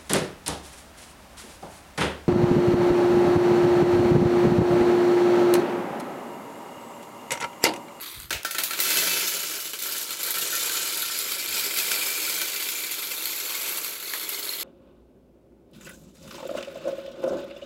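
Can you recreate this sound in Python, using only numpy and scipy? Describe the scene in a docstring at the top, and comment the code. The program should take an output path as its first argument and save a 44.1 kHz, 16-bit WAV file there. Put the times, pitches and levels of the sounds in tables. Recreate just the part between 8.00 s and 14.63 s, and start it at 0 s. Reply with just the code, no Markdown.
"""A bag crinkles in a kitchen as hard-shelled candies slide to its lip: bright noise ticks over low noise.
The first few knock on a clear plastic canister and its dispensing wheel: cracks of noise and decaying modes.
Then a stream follows: showers of random impacts of shell on shell, on the heap and on the plastic.
As the heap grows, the walls ring less, candy lands on candy and small clinks multiply.
Towards the end the pour thins, and clear clinks stand out on top of the heap."""
import sys
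import numpy as np
from scipy import signal
from scipy.io import wavfile
from scipy.ndimage import uniform_filter1d

SR = 44100
rng = np.random.default_rng(int(sys.argv[2]) if len(sys.argv) > 2 else 0)


def dump_mix(stems):
    """Bounce the given channels to the path in sys.argv[1] as a 16-bit WAV at rate SR."""
    frames = np.atleast_2d(stems).T  # one column per channel
    limited = np.clip(frames, -1, 1)  # hard clip at full scale
    pcm = np.round(limited * 32767).astype(np.int16)
    wavfile.write(sys.argv[1], SR, pcm)


N = 292471
TIME = np.arange(N) / SR  # s, the whole scene
RING = np.arange(12288) / SR  # s, the length of one strike

# dull bumps of handling: start_s (of the middle), level_db (rms at the middle), length_s
BUMPS = [(.175, -48, 0.041), (.25, -47, 0.12), (0.362, -44.5, .06), (3.504, -57, 0.068)]
# snaps of the plastic bag as it tips: start_s, peak_db (before the echo)
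CRINKLES = [(0.0336, -22), (0.0862, -31), (0.1024, -36), (0.1475, -30), (0.2012, -18), (0.221, -26),
            (0.2974, -26), (0.4323, -18)]
# candy sliding to the lip before the stream starts: start_s, length_s, level_db, fade_db_per_s
SLIDES = [(-.05, 0.31, -33, -38), (0.584, .2, -35, -3)]
# hollow knocks of a candy on the dispensing wheel at the bottom: start_s, peak_db (before the echo)
WHEEL_HITS = [(0.45, -19), (0.5474, -26.5), (0.7069, -27), (1.859, -32), (1.952, -33), (2.3692, -26),
              (2.528, -23.5), (2.7494, -28), (3.027, -26), (3.1, -28.5)]
# single candies hitting the plastic: start_s, level_db, brightness_db_per_octave, canister_ringing_db
KNOCKS = [(0.3058, -15.5, -0.5, 1.5), (0.3272, -16.5, -0.5, -16), (0.448, -16.5, 1.5, 0),
          (0.5091, -17.5, 3.5, -14), (0.5476, -19, 1, -1), (.583, -14, 1.5, -7), (0.587, -18.5, 3, 6),
          (.635, -11, 5, -14), (0.708, -19, 3, 6), (0.733, -18.5, 1.5, 0), (0.7897, -17.5, -0.5, -4),
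          (0.8016, -5, 11, -19), (0.9033, -12, 6, -3), (0.971, -11, 4, 0), (1.023, -19.5, 1, -10),
          (1.279, -14.5, 8, 0.5), (3.58, -18, 4, -6), (3.786, -14.5, 4.5, -5), (3.9146, -15, 1.5, -5),
          (4.4154, -16, 3.5, 2.5)]
# sharp clacks of shell on shell: start_s, level_db, brightness_db_per_octave
CLACKS = [(1.734, -21, -4), (1.7891, -19.5, 0), (1.824, -21, 0.5), (1.865, -18, 4), (1.9218, -16.5, 2),
          (1.982, -18, 2), (2.0136, -20, 4), (2.1068, -19, -1.5), (2.2313, -15.5, 1.5), (2.3057, -12, 3),
          (2.384, -13, 6), (2.524, -17, 6), (2.553, -15, 2), (2.843, -27, 7), (2.9727, -15.5, 5),
          (3.022, -13.5, 1), (3.1888, -14.5, 6), (3.32, -15.5, -1), (3.46, -20.5, -4), (3.772, -16.5, -2),
          (4.9128, -18, -2), (5.256, -15, -1), (5.692, -17, 2), (5.7729, -15, 7), (5.8458, -19.5, 0),
          (6.1363, -17, -1.5), (6.2915, -14.5, 1.5)]
# clean clinks of one candy striking another on top of the heap: start_s, peak_db (dry), pitch_hz
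CLINKS = [(3.315, -31, 3960), (6.0566, -30.5, 4170), (6.0931, -32, 4440), (6.2467, -31, 4230),
          (6.334, -31, 4440), (6.345, -26.5, 4200), (6.4268, -29.5, 4300), (6.4918, -20.5, 4170),
          (6.535, -24, 4280), (6.6149, -28, 4230)]
# fainter clinks inside the stream: pitch_hz (centre), peak_db (typical, re the flow), rate_per_s (full heap)
SMALL_CLINKS = [(2306, -13.5, 25), (4340, -11, 45), (11830, -7, 51)]
# how hard the candy pours from the bag: start_s, flow_db
FLOW = [(0.77, -32.5), (0.83, -22), (0.99, -20.5), (1.2, -23), (1.5, -28.0), (1.66, -29.5), (1.9, -27.5),
        (2.15, -29.5), (2.24, -26), (2.7, -24), (3.1, -27), (3.46, -27.5), (3.58, -23), (3.68, -26),
        (3.96, -23.4), (4.42, -25.5), (4.95, -27.5), (5.26, -27), (5.72, -26.5), (5.98, -31.5), (6.14, -30),
        (6.63, -29.5)]
# candies jam at the lip (a dip) or tumble over it in a clump (a surge): start_s (of the middle), change_db
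STUTTERS = [(1.705, -5.5), (1.772, -10.5), (2.059, -7.5), (2.16, -4.5), (3.58, 2), (3.781, 2.5), (3.86, -1),
            (4.28, 2.5), (4.7, 2), (4.89, -3), (5.97, -4), (6.27, -4.5)]

# ringing modes of the canister: pitch_hz, energy_db (relative), t60_s
CANISTER = [(129, -41, 1), (180.5, -31, 0.54), (323, -23, 0.17), (355.4, -23.5, 0.18), (401, -19.5, 0.24),
            (566.7, -22.5, 0.27), (655.6, -25.5, 0.32), (908, -23, 0.39), (1347, -14, 0.068),
            (1515, -12.5, 0.062), (1685, -16.5, 0.043), (1758, -39, 0.39), (1960, -25, 0.058),
            (2306, -16, 0.21), (2470, -20, 0.032), (2510, -19.5, 0.26), (3107, -15, 0.084),
            (4195, -15.5, 0.17)]
# ringing modes of the hollow above the heap: pitch_hz, energy_db (relative), t60_s
HOLLOW = [(177, -43, 0.32), (317.5, -26.5, 0.17), (402.7, -25.5, 0.21), (485, -21.5, 0.1),
          (2050, -57, 0.088), (2430, -31, 0.1), (3550, -6.5, 0.0052)]
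# brief modes of candies jostling in the bag and the heap: pitch_hz, energy_db (relative), t60_s
JOSTLE = [(428, -28.5, 0.061), (1325, -25, 0.03), (2265, -35, 0.036), (4230, -15, 0.053),
          (7760, -13, 0.0065), (11500, -7, 0.01)]
# ringing modes of the dispensing wheel: pitch_hz, energy_db (relative), t60_s
WHEEL = [(1350, -0.5, 0.1), (1500, -1.5, 0.044), (1686, -10, 0.054), (1814, -4.5, 0.22)]
# colour of a candy on plastic: frequency_hz, density_db (per Hz)
PLASTIC = [(60, -76), (220, -14), (330, -5.5), (600, -1.5), (780, -4.5), (1150, -7), (1400, 0.5), (2600, 1),
           (4300, 0), (7500, -4), (9000, -6.5), (16000, -7.5)]
# colour of a candy on the heap: frequency_hz, density_db (per Hz)
HEAP = [(60, -28.5), (230, -17), (350, -11.5), (750, -12.5), (1100, -7.5), (1800, -8.5), (2400, -6),
        (4400, -2), (5600, -4.5), (6400, -3.5), (7700, -0.5), (8600, -7), (16000, -10.5)]
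# colour of shell on shell: frequency_hz, density_db (per Hz)
SHELL = [(60, -45), (200, -24), (350, -9), (750, -18), (1100, -8.5), (1800, -7), (2250, -4.5),
         (2800, -10.5), (3500, 0.5), (4400, 2.5), (5600, -9), (7600, -3.5), (8700, -7.5), (11500, 6),
         (15500, 0.5)]
# resonances that swell and fade as the heap rises:
# pitch_hz, width_hz, strongest_fill (0-1), fill_range (0-1), boost_db (at the strongest)
FILL_MODES = [(2622, 29, 0.05, 0.11, 10), (2955, 52, 0.25, 0.17, 6.5), (1396, 85, 0.37, 0.45, 2.5),
              (4700, 790, 0.48, .15, 3), (2350, 110, 0.64, 0.18, 7), (427, 1170, 1, 0.14, 6),
              (2090, 150, 1, 0.25, 5)]

FLOOR_DB = -68  # rms of the room's low noise
EDGE_HZ = 15820  # upper band limit of the recorder
ROOM_T60_LOW, ROOM_T60_HIGH = 0.47, 0.3  # s, below and above about 2 kHz
ROOM_SPLIT = signal.butter(1, 2000, fs=SR)
STUTTER_S = 0.037
# share of the flow heard as shells chattering, landings on the heap, and blows on the plastic (canister empty)
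CHATTER_DB, HEAP_DB, PLASTIC_DB = -5, -3, -8
COVERED_DB = -7.5  # blows on the plastic fade as the heap covers it
SHORT_DROP_DB, SHORT_DROP_POWER = -5.5, 5  # landings soften once the heap is high and the fall is short
LATE_CHATTER_DB = 4  # meanwhile the loose candy in the emptying bag chatters more
THINNING = 0.6  # a weaker flow has fewer impacts: their rate goes as its amplitude to this power
CLINK_SPREAD_DB, CLINK_DETUNE = 3.5, 0.046  # standard deviations of level and of relative pitch


def amp(db):
    """Decibels to gain."""
    return 10 ** (np.asarray(db) / 20)


def unit(x):
    """Scales to energy 1."""
    return x / np.linalg.norm(x)


def read(points, hz):
    """Reads a colour table on a log-frequency axis."""
    f, value = np.transpose(points)
    return np.interp(np.log(hz + 1), np.log(f), value)


def add(mix, s, sound):
    """Lays a sound into the mix at time s."""
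    part = mix[max(round(s * SR), 0):][:len(sound)]
    part += sound[:len(part)]


def swell(s, length):
    """A smooth bump of height 1 around time s."""
    return np.exp(-(2 * (TIME - s) / length) ** 2)


def dying(t60):
    """An exponential decay over the length of one strike."""
    return np.exp(-np.log(1000) * RING / t60)


def low_noise(top_hz):
    """Dark noise of rms 1."""
    band = signal.butter(2, [35, top_hz], "bandpass", fs=SR, output="sos")
    return unit(signal.sosfilt(band, rng.standard_normal(N))) * np.sqrt(N)


def background():
    """Handling bumps, as swells of very low noise, over the steady low noise of the room."""
    bumps = sum(amp(db) * swell(s, length) for s, db, length in BUMPS)
    return bumps * low_noise(top_hz=118) + amp(FLOOR_DB) * low_noise(top_hz=500)


def room_tail():
    """Diffuse echo of the kitchen; the treble dies first."""
    noise = rng.standard_normal(len(RING))
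    low = signal.lfilter(*ROOM_SPLIT, noise)
    tail = low * dying(ROOM_T60_LOW) + (noise - low) * dying(ROOM_T60_HIGH)
    build_up = 1 - np.exp(-RING / 0.0037)
    return unit(tail * build_up)


def in_room(x, room_db):
    """A sound with the kitchen's echo behind it."""
    return x + amp(room_db) * signal.fftconvolve(x, room_tail())[:N]


def crinkles(t60=0.006, low_hz=2500, room_db=-9):
    """The bag snaps: very short, bright ticks of high-passed noise."""
    out = np.zeros(N)
    high_pass = signal.butter(1, low_hz, "highpass", fs=SR)
    for s, db in CRINKLES:
        tick = signal.lfilter(*high_pass, rng.standard_normal(len(RING)) * dying(t60))
        add(out, s, amp(db) * tick / abs(tick).max())
    return in_room(out, room_db)


def ringing(modes, detune):
    """Decaying modes, each weighted and detuned by where the candy lands."""
    sound = np.zeros(len(RING))
    landing = rng.uniform(-1, 1, (len(modes), 2))
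    for (hz, db, t60), (weight, shift) in zip(modes, landing):
        t = RING[RING < max(t60, 0.002)]
        decay = np.exp(-np.log(1000) * t / t60)
        ring = np.sin(2 * np.pi * hz * (1 + detune * shift) * t) * decay
        gain = amp(db) * np.sign(weight) * (0.5 + abs(weight))
        add(sound, 0, gain * unit(ring))
    return sound


def wheel(room_db=-8):
    """The wheel answers each candy with a low, pitched knock made of its modes."""
    out = np.zeros(N)
    for s, db in WHEEL_HITS:
        ring = ringing(WHEEL, detune=0.0081)
        add(out, s, amp(db) * ring / abs(ring).max())
    return in_room(out, room_db)


def causal(db):
    """The most compact causal pulse with this spectrum (minimum phase)."""
    log_gain = np.log(amp(np.r_[db, db[-2:0:-1]]))
    return np.fft.ifft(np.exp(np.conj(signal.hilbert(log_gain)))).real


def shell_pings(ping_db, ping_t60=0.051, count=5):
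    """Every contact also has a few short pitches of its own."""
    pitches = np.exp(rng.uniform(np.log(2000), np.log(15000), count))
    return ringing([(hz, ping_db, ping_t60) for hz in pitches], 0)


def strike(colour, modes, crack_t60, box_db, room_db, patchy_db, detune, tilt_db=0, ring_db=0,
           ping_db=-12, box_t60=0.17, rise_s=0.001):
    """One impact of energy 1: a crack, quick echoes between the walls, the room, and ringing modes."""
    crack, box = rng.standard_normal((2, len(RING)))
    burst = unit(crack * dying(crack_t60))
    burst = burst + amp(box_db) * unit(box * dying(box_t60))
    burst = burst + amp(room_db) * room_tail()
    # each point of contact favours its own bands
    hz = np.fft.rfftfreq(2048, 1 / SR)
    patches = uniform_filter1d(rng.standard_normal(len(hz)), size=44)
    # a harder, shorter contact is brighter: tilt in dB per octave above 1200 Hz
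    hardness_db = tilt_db * np.log2(np.maximum(hz, 1200) / 1200)
    pulse = causal(read(colour, hz) + patchy_db * patches / patches.std() + hardness_db)
    clack = unit(signal.fftconvolve(burst, pulse)[:len(RING)])
    # a brighter contact rings the modes less
    sound = clack + amp(ring_db - tilt_db) * ringing(modes, detune) + shell_pings(ping_db)
    # the sound builds up over about a millisecond, a softened attack
    return unit(sound * (1 - np.exp(-RING / rise_s)))


def shower(level_db, per_s, spread_db, make_strike, count=70):
    """Many impacts at random moments and of random size, sharing the energy that the flow delivers."""
    busy = amp(THINNING * (level_db - level_db.max()))  # 1 at the strongest flow, where the rate is per_s
    sizes = amp(spread_db * np.minimum(rng.standard_normal(N), 2))
    sizes = sizes * (rng.random(N) < busy * per_s / SR) / np.sqrt(busy)
    # part of the chance clustering is evened out, then the flow sets the level
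    power = uniform_filter1d(uniform_filter1d(sizes ** 2, size=1700), size=1700)
    sizes = sizes / np.sqrt(abs(power) + 0.66 * power.mean()) * amp(level_db)
    # the stream wanders: about ten spots are being hit at a time, and new ones replace the old
    spot = (TIME / TIME[-1] * count + 10 * rng.random(N)).astype(int)
    hits = np.flatnonzero(sizes)
    out = np.zeros(N)
    for k in range(count + 10):
        sound = make_strike()
        for at in hits[spot[hits] == k]:
            add(out, at / SR, sizes[at] * sound)
    return out


def nudge():
    """A soft, dull and short contact of shell on shell in the bag."""
    return strike(SHELL, JOSTLE, crack_t60=0.0017, box_db=-19, room_db=-7, patchy_db=4.5, detune=0.073,
                  tilt_db=-3.5, ring_db=-18, ping_db=-20, box_t60=0.023, rise_s=0.00028)


def sliding():
    """Candies nudge each other as the bag tips: dense showers of small contacts."""
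    level_db = np.full(N, -200.0)
    for start, length, db, fade in SLIDES:
        on = (TIME >= start) & (TIME < start + length)
        level_db[on] = db + fade * (TIME[on] - start)
    return shower(level_db, per_s=700, spread_db=0.5, make_strike=nudge, count=20)


def knocks(span_s=0.0022):
    """Loud blows on the plastic; a level is the blow's energy spread over span_s."""
    out = np.zeros(N)
    for s, db, bright, ring in KNOCKS:
        knock = strike(PLASTIC, CANISTER, crack_t60=0.024, box_db=-3, room_db=-2, patchy_db=1.5,
                       detune=0.002, tilt_db=bright, ring_db=ring, ping_db=-23, rise_s=0.0007)
        add(out, s, amp(db) * knock)
    return out * np.sqrt(span_s * SR)


def clacks(span_s=0.0012):
    """Loud clacks of shell on shell; a level is the clack's energy spread over span_s."""
    out = np.zeros(N)
    for s, db, bright in CLACKS:
        # a duller, heavier contact sets the bag and the heap ringing
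        ring_db = -6.5 - 1.6 * bright
        clack = strike(SHELL, JOSTLE, crack_t60=0.0067, box_db=-1, room_db=-11, patchy_db=4.5,
                       detune=0.015, tilt_db=bright, ring_db=ring_db, ping_db=-21.5, rise_s=0.00048)
        add(out, s, amp(db) * clack)
    return out * np.sqrt(span_s * SR)


def clink(hz, rise_s=0.00086, t60=0.011):
    """One short pitch of peak 1."""
    ring = np.sin(2 * np.pi * hz * RING) * (1 - np.exp(-RING / rise_s)) ** 2 * dying(t60)
    return ring / abs(ring).max()


def clinks(flow_db, fill, room_db=-8):
    """Candy meets candy cleanly: a few loud clinks, and many faint ones inside the stream."""
    out = np.zeros(N)
    for s, db, hz in CLINKS:
        add(out, s, amp(db) * clink(hz))
    for hz, db, per_s in SMALL_CLINKS:
        # more frequent as the heap grows
        hits = np.flatnonzero(rng.random(N) < np.sqrt(fill) * per_s / SR)
        size, shift = np.clip(rng.standard_normal((2, N)), -2, 2)
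        for at in hits:
            level_db = flow_db[at] + db + CLINK_SPREAD_DB * size[at]
            pitch_hz = hz * (1 + CLINK_DETUNE * shift[at])
            add(out, at / SR, amp(level_db) * clink(pitch_hz))
    return in_room(out, room_db)


def pour():
    """The flow in dB with its stutters, and the height of the heap (0-1) that it builds."""
    flow_db = np.interp(TIME, *np.transpose(FLOW), left=-200)
    flow_db = flow_db + sum(db * swell(s, STUTTER_S) for s, db in STUTTERS)
    poured = np.cumsum(amp(flow_db))
    return flow_db, poured / poured[-1]


def shell_contact():
    """Shell on shell in the stream: a short crack with brief rings."""
    return strike(SHELL, JOSTLE, crack_t60=0.0036, box_db=-5, room_db=-11.5, patchy_db=3.5, detune=0.026,
                  ring_db=-6, ping_db=-19, rise_s=0.00075)


def heap_landing():
    """A candy on the heap: a longer crack with the hollow above it answering."""
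    return strike(HEAP, HOLLOW, crack_t60=0.008, box_db=0, room_db=-1, patchy_db=4, detune=0.04,
                  ring_db=-2, ping_db=-12)


def wall_blow():
    """A candy on the plastic: the canister's modes ring strongly."""
    return strike(PLASTIC, CANISTER, crack_t60=0.011, box_db=-3, room_db=0, patchy_db=4.5, detune=0.0171,
                  ring_db=8)


def stream(flow_db, fill):
    """Falling candies chatter, land on the heap and rattle on plastic; the rising heap shifts the balance."""
    short_drop = fill ** SHORT_DROP_POWER
    chatter_db = flow_db + CHATTER_DB + LATE_CHATTER_DB * short_drop
    landing_db = flow_db + HEAP_DB + SHORT_DROP_DB * short_drop
    rattle_db = flow_db + PLASTIC_DB + COVERED_DB * fill
    chatter = shower(chatter_db, per_s=600, spread_db=5.2, make_strike=shell_contact)
    landings = shower(landing_db, per_s=380, spread_db=4.8, make_strike=heap_landing)
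    rattle = shower(rattle_db, per_s=240, spread_db=4.5, make_strike=wall_blow, count=30)
    return chatter + landings + rattle


def filling(x, fill):
    """Each resonance of the canister swells and fades as the heap rises past it."""
    out = x
    for hz, width, strongest, reach, boost_db in FILL_MODES:
        present = np.exp(-((fill - strongest) / reach) ** 2)
        resonance = signal.lfilter(*signal.iirpeak(hz, hz / width, fs=SR), x)
        out = out + (amp(boost_db) - 1) * present * resonance
    return out


def scene():
    """All sources at one microphone; the candy sounds pass through the filling canister."""
    flow_db, fill = pour()
    candy = sliding() + knocks() + clacks() + clinks(flow_db, fill) + stream(flow_db, fill)
    return (background() + crinkles() + wheel() + filling(candy, fill))[None]


def record(dry):
    """The microphone's bass roll-off and the recorder's band limit."""
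    thin = signal.sosfilt(signal.butter(2, 32, "highpass", fs=SR, output="sos"), dry)
    band_limit = signal.firwin(701, EDGE_HZ, window=("kaiser", 9), fs=SR)
    return signal.oaconvolve(thin, band_limit[None], "same")


dry = scene()
out = record(dry)
dump_mix(out)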